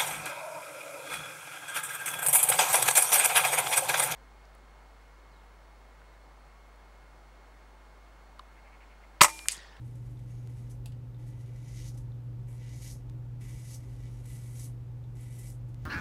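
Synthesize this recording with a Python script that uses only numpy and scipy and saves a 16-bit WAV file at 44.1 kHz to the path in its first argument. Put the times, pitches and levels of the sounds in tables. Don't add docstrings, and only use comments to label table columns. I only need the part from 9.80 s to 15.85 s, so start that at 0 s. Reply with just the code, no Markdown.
import sys
import numpy as np
from scipy import signal
from scipy.fft import rfft, irfft, next_fast_len
from scipy.io import wavfile
from scipy.ndimage import uniform_filter1d

SR = 44100
rng = np.random.default_rng(int(sys.argv[2]) if len(sys.argv) > 2 else 0)


def persist_wave(psi):
    counts = np.round(np.clip(psi, -1, 1) * 32767).astype(np.int16)
    wavfile.write(sys.argv[1], SR, np.atleast_2d(counts).T)


def invert_db(x):
    u = np.asarray(x, float) / 20
    return 10 ** u


N = 266951

# mode_hz, width_hz, rms_db
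ROOM_MODES = [(25.3, 20, -71), (37.5, 4.8, -59.5), (49.8, 6.4, -51.5), (61, 10, -59), (68.4, 16.5, -58),
              (99.5, 12, -57.5), (136, 21.6, -54.5), (167, 18, -80.5), (184.4, 9.5, -66.5),
              (222.2, 11.2, -70), (236.7, 20, -67), (259, 4.4, -68), (280.4, 12, -69.5), (304.3, 14.3, -66),
              (322.1, 7.9, -82), (385.5, 26, -71), (483.4, 39, -75.5), (549, 41, -78.5), (692, 18, -82.5),
              (903, 34, -80.5)]
# frequency_hz, density_db (per Hz)
FAN_AIR = [(190, -34.5), (330, -4.5), (391, -3.5), (428, -12), (491, -3.5), (637, -13), (678, -13.5),
           (852, -10), (963, -15), (1500, -18.5), (1570, -22), (1700, -20.5), (4450, -30), (12800, -36.5),
           (16600, -61), (22000, -120)]
# start_s, blow_db, rattle_db, dullness_0_to_1
KNOCKS = [
    (1.059, -32.5, -49.5, 0.06),
    (1.1212, -56, -57, 0.62),
]
# mode_hz, width_hz, level_db
OBJECT_MODES = [(423, 57, -7), (755, 330, 13), (2130, 230, 5), (3100, 1450, 9), (4460, 810, -6),
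                (7850, 900, 0), (10970, 380, 9)]
# mode_hz, width_hz, level_db (over the part's broad band)
HANDLE_MODES = [(2009, 54, 13.5), (2256, 45, 7.5)]
GUARD_MODES = [(2975, 58, 1.4), (3800, 53, 1.1), (4540, 21, -5)]
BLADE_MODES = [(5190, 67, 3.8), (5640, 69, 4), (6100, 250, 1.5), (6500, 200, 5.1), (6970, 200, 4)]
SNAP_MODES = [(7860, 320, -2), (8900, 130, 0.5), (9600, 200, 0), (10570, 470, -8)]
# start_s, jump_db
CATCHES = [(.11, 5), (.154, 9), (.258, 7), (.392, 10), (.46, 15), (.502, 5), (.695, 5), (1.395, 2),
           (1.468, 1), (1.605, 2), (1.66, 9), (1.76, 6), (2.173, 12.5), (4.455, 9.5), (4.68, -1),
           (4.757, 7), (4.795, 7.5), (4.845, 5), (5.354, 19.5), (5.522, 5.5), (5.885, 5)]
# start_s, pitch_hz, level_db, t60_s
SINGING = [
    (.505, 6500, -70, .3),
    (.58, 6500, -74, 0.22),
    (0.914, 6100, -64.5, .08),
    (5.36, 6100, -72, .06),
]
# start_s, length_s, pressure_db, cutting_db, steepness_db
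GLIDES = [
    (-.05, 0.49, -81.5, -80.5, -4.5),
    (0.456, 0.42, -77.5, -79.5, -1.5),
    (1.367, 0.51, -76, -79, -1.5),
    (2.663, 0.1, -73, -68.5, -21),
    (3.589, 0.33, -73, -64, -3),
    (3.977, 0.44, -75.5, -74, -2),
    (4.44, 0.428, -73.5, -64, -7),
    (5.349, 0.36, -73, -70, -6.5),
]
# lift_s, build_s, pressure_db, cutting_db, steepness_db
SWEEPS = [(2.01, 0.28, -70, -66, 2.5), (2.09, 0.24, -63, -61, 2.2), (2.97, 0.29, -67, -67, 3),
          (3.125, 0.22, -64.5, -54.5, -0.5), (3.95, .12, -70, -55, -2.5), (4.3, 0.16, -71, -77.5, 3),
          (.8, 0.092, -80, -72, -6), (4.55, 0.15, -67.5, -60, -11), (4.85, 0.17, -72, -55, -7.5),
          (5.714, 0.32, -73, -58, -10.5), (6.07, 0.11, -72, -80, 5)]
# lift_s, cutting_db, steepness_db
DABS = [(.062, -72, -14), (.112, -78, -8), (.158, -78, -13), (.262, -83, -13), (.31, -73, -10),
        (.51, -76, -3), (.705, -74, -7), (.835, -80, 2), (0.911, -62.5, -5.5), (1.478, -70, -6),
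        (1.61, -74.5, -2), (2.15, -67.5, -3), (2.184, -66.5, -3.5), (5.412, -63, -21), (5.595, -58, -21),
        (5.893, -77, -5)]
# start_s, level_db
BUMPS = [
    (1.39, -84),
    (2.8, -63.5),
    (3.592, -61.5),
    (4.1, -80),
    (4.505, -68.5),
    (5.365, -72),
]
# start_s, peak_db
HICCUPS = [
    (0.674, -41.5),
    (3.2981, -43),
    (4.622, -46),
    (5.945, -44),
]

HUM_HZ, HUM_DB, AIR_DB = 119.975, -41.5, -64
TICK_START_S, TICK_EVERY_S = 0.3725, 0.9735
TICK_DB, TICK_HZ, TICK_WIDTH_HZ = -68, 3600, 95
ROOM_T60_S, ROOM_DB = 0.15, -6
HAIRS_PER_S, HAIR_SPREAD_DB, CLUMP_DB = 2800, -0.5, 1.08
CATCH_FADE_S, BUMP_FADE_DB_PER_S = 0.009, 48
LAND_S, LIFT_DB_PER_S, BUILD_DB, BUILD_CURVE = 0.024, 380, 21.5, 1.64
PRESSURE_LEADS, BLADE_LEADS = 0.14, 0.022
DAB_BUILD_S, DAB_PRESSURE_DB = 0.023, -11.5
GUARD_DB, GUARD_FOLLOWS_PRESSURE = -4, 0.57
PORT_DIP_HZ, PORT_DIP_WIDTH_HZ, PORT_DIP_DEPTH = 14000, 2000, 0.62
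WEAK_FROM_HZ, WEAK_DB, MASK_DB, PATCHY_DB = 12600, -121, -9, 3
WHINE_HZ, WHINE_DB = 14524, -87


def rms_one(x):
    return x / np.sqrt(np.mean(x ** 2) + 1e-20)


def drift(rate_hz):
    r = np.exp(-2 * np.pi * rate_hz / SR)
    noise = rng.standard_normal(N + SR)
    return rms_one(signal.lfilter([1], [1, -2 * r, r * r], noise)[SR:])


def resonance(x, hz, width_hz):
    r = np.exp(-np.pi * width_hz / SR)
    zeros = np.array([1, 0, -1]) * (1 - r * r) / 2
    poles = [1, -2 * r * np.cos(2 * np.pi * hz / SR), r * r]
    return signal.lfilter(zeros, poles, x)


def ring_modes(x, modes):
    return sum(invert_db(db) * resonance(x, hz, width_hz) for hz, width_hz, db in modes)


def burst(start_s, t60_s):
    age = np.arange(N) / SR - start_s
    return (age >= 0) * invert_db(-60 * np.clip(age, 0, 1) / t60_s)


def appliance():
    t = np.arange(N) / SR
    hum = np.sqrt(2) * invert_db(HUM_DB + 0.9 * drift(2.5)) * np.sin(2 * np.pi * HUM_HZ * t)
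    rumble = np.zeros(N)
    for hz, width_hz, db in ROOM_MODES:
        noise = rng.standard_normal(N + SR)
        mode = resonance(resonance(noise, hz, width_hz), hz, width_hz * 1.62)
        rumble += invert_db(db) * rms_one(mode[SR:])
    size = next_fast_len(N)
    hz = np.arange(1, size // 2 + 2) * SR / size
    at_hz, density_db = np.transpose(FAN_AIR[:-1])
    shape_db = np.interp(np.log(hz), np.log(at_hz), density_db, left=-90)
    air = irfft(rfft(rng.standard_normal(size)) * invert_db(shape_db), size)[:N]
    return hum + rumble + invert_db(AIR_DB) * rms_one(air)


def clock():
    clicks = np.zeros(N)
    times_s = np.arange(TICK_START_S, N / SR, TICK_EVERY_S)
    clicks[(times_s * SR).astype(int)] = SR / (np.pi * TICK_WIDTH_HZ)
    low = resonance(clicks, TICK_HZ, TICK_WIDTH_HZ)
    high = resonance(clicks, 1.09 * TICK_HZ, TICK_WIDTH_HZ)
    return invert_db(TICK_DB) * (low + 0.47 * high)


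def knocks():
    blows, grit = np.zeros(N), rng.standard_normal(N)
    for start_s, blow_db, rattle_db, dull in KNOCKS:
        force = invert_db(rattle_db) * grit * burst(start_s, 0.031)
        force[round(start_s * SR)] = -invert_db(blow_db)
        blows += signal.lfilter([1 - dull], [1, -dull], force)
    bright = signal.sosfilt(signal.butter(2, 2200, "high", fs=SR, output="sos"), blows)
    return bright + ring_modes(blows, OBJECT_MODES)


def room(x):
    age = np.arange(SR // 2) / SR
    tail = rng.standard_normal(len(age)) * invert_db(-60 * age / ROOM_T60_S) * (age > 0.004)
    return signal.fftconvolve(x, tail / np.sqrt(np.sum(tail ** 2)))[:N]


def singing():
    grit = rng.standard_normal(N)
    rings = np.zeros(N)
    for start_s, hz, db, t60_s in SINGING:
        rings += invert_db(db) * burst(start_s, t60_s) * rms_one(resonance(grit, hz, 150))
    return rings


def glide(t, start_s, length_s):
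    landing = -30 * np.clip(1 - (t - start_s) / LAND_S, 0, 5)
    return landing - LIFT_DB_PER_S * np.clip(t - start_s - length_s, 0, 1)


def sweep(t, lift_s, build_s):
    build_up = -BUILD_DB * np.clip((lift_s - t) / build_s, 0, 3) ** BUILD_CURVE
    return build_up - LIFT_DB_PER_S * np.clip(t - lift_s, 0, 1)


def drive(pressure_db, blade_db, snap_db):
    share = GUARD_FOLLOWS_PRESSURE
    guard_db = GUARD_DB + share * pressure_db + (1 - share) * blade_db
    return invert_db([pressure_db, guard_db, blade_db, snap_db]) ** 2


def hand():
    t = np.arange(0, N + 32, 32) / SR
    power = np.zeros((4, len(t)))
    for start_s, length_s, pressure_db, cut_db, steep_db in GLIDES:
        shape = glide(t, start_s, length_s)
        power += drive(pressure_db + shape, cut_db + steep_db + shape, cut_db + shape)
    for start_s, db in BUMPS:
        fade = BUMP_FADE_DB_PER_S * np.clip(t - start_s, 0, 2)
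        power[0] += invert_db(db + glide(t, start_s, 2) - fade) ** 2
    dabs = [(s, DAB_BUILD_S, db + DAB_PRESSURE_DB, db, steep_db) for s, db, steep_db in DABS]
    for lift_s, build_s, pressure_db, cut_db, steep_db in list(SWEEPS) + dabs:
        pressure = pressure_db + sweep(t, lift_s - PRESSURE_LEADS * build_s, build_s)
        blade = cut_db + steep_db + sweep(t, lift_s - BLADE_LEADS * build_s, build_s)
        power += drive(pressure, blade, cut_db + sweep(t, lift_s, build_s))
    return np.array([np.interp(np.arange(N) / SR, t, gain) for gain in np.sqrt(power)])


def catches():
    jumps = np.zeros(N)
    for start_s, jump_db in CATCHES:
        jumps[round(start_s * SR)] = jump_db
    return invert_db(signal.lfilter([1], [1, -np.exp(-1 / (CATCH_FADE_S * SR))], jumps))


def hairs():
    sizes = invert_db(HAIR_SPREAD_DB * np.minimum(rng.exponential(1, N), 5))
    cut = rng.random(N) < HAIRS_PER_S / SR
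    clumps = invert_db(CLUMP_DB * (drift(34) + 0.38 * drift(110)))
    return sizes * cut * clumps * rng.choice([-1, 1], (4, N))


def body(x, modes, low_hz, high_hz):
    band = signal.butter(2, [low_hz, high_hz], "band", fs=SR, output="sos")
    return rms_one(signal.sosfilt(band, x + ring_modes(x, modes)))


def razor():
    guard, handle, blade, snap = hairs()
    parts = [body(handle, HANDLE_MODES, 1670, 3280),
             body(guard, GUARD_MODES, 2730, 4620),
             body(blade, BLADE_MODES, 4140, 7070),
             body(snap, SNAP_MODES, 6650, 13400)]
    return catches() * np.sum(hand() * parts, axis=0)


def scene():
    near = razor() + singing() + knocks() + clock()
    return (near + invert_db(ROOM_DB) * room(near) + appliance())[None]


def hiccups():
    spikes = np.zeros(N)
    for start_s, db in HICCUPS:
        spikes[min(round(start_s * SR), N - 1)] = invert_db(db + 2)
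    return signal.lfilter([0.4, 1, 0.4], [1, -0.3], spikes)


def electronic_whine():
    phase = 2 * np.pi * WHINE_HZ * np.arange(N) / SR + 0.4 * drift(5.8)
    return np.sqrt(2) * invert_db(WHINE_DB + 1.2 * drift(12)) * np.sin(phase)


def drop_weak_treble(x):
    hz, _, cells = signal.stft(x, SR, "cosine", nperseg=2048, noverlap=1024)
    power = uniform_filter1d(abs(cells) ** 2, size=6, axis=1)
    below = (hz > 8000) & (hz < WEAK_FROM_HZ)
    masker = power[:, below].mean(axis=1, keepdims=True)
    whim = rng.standard_normal((len(hz) // 8 + 1, cells.shape[2]))
    whim = np.repeat(whim, 8, axis=0)[:len(hz)]
    threshold = (invert_db(2 * WEAK_DB) + invert_db(2 * MASK_DB) * masker) * invert_db(2 * PATCHY_DB * whim)
    weak = (power < threshold) & (hz[:, None] > WEAK_FROM_HZ)
    kept = np.where(weak, invert_db(-27), 1)
    return signal.istft(cells * kept, SR, "cosine", nperseg=2048, noverlap=1024)[1][:, :N]


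def band_limit(x):
    return signal.sosfilt(signal.butter(12, 15690, fs=SR, output="sos"), x)


def record(dry):
    heard = dry - PORT_DIP_DEPTH * resonance(dry, PORT_DIP_HZ, PORT_DIP_WIDTH_HZ)
    mix = drop_weak_treble(heard + hiccups()) + electronic_whine()
    return band_limit(mix)


dry = scene()
out = record(dry)
persist_wave(out)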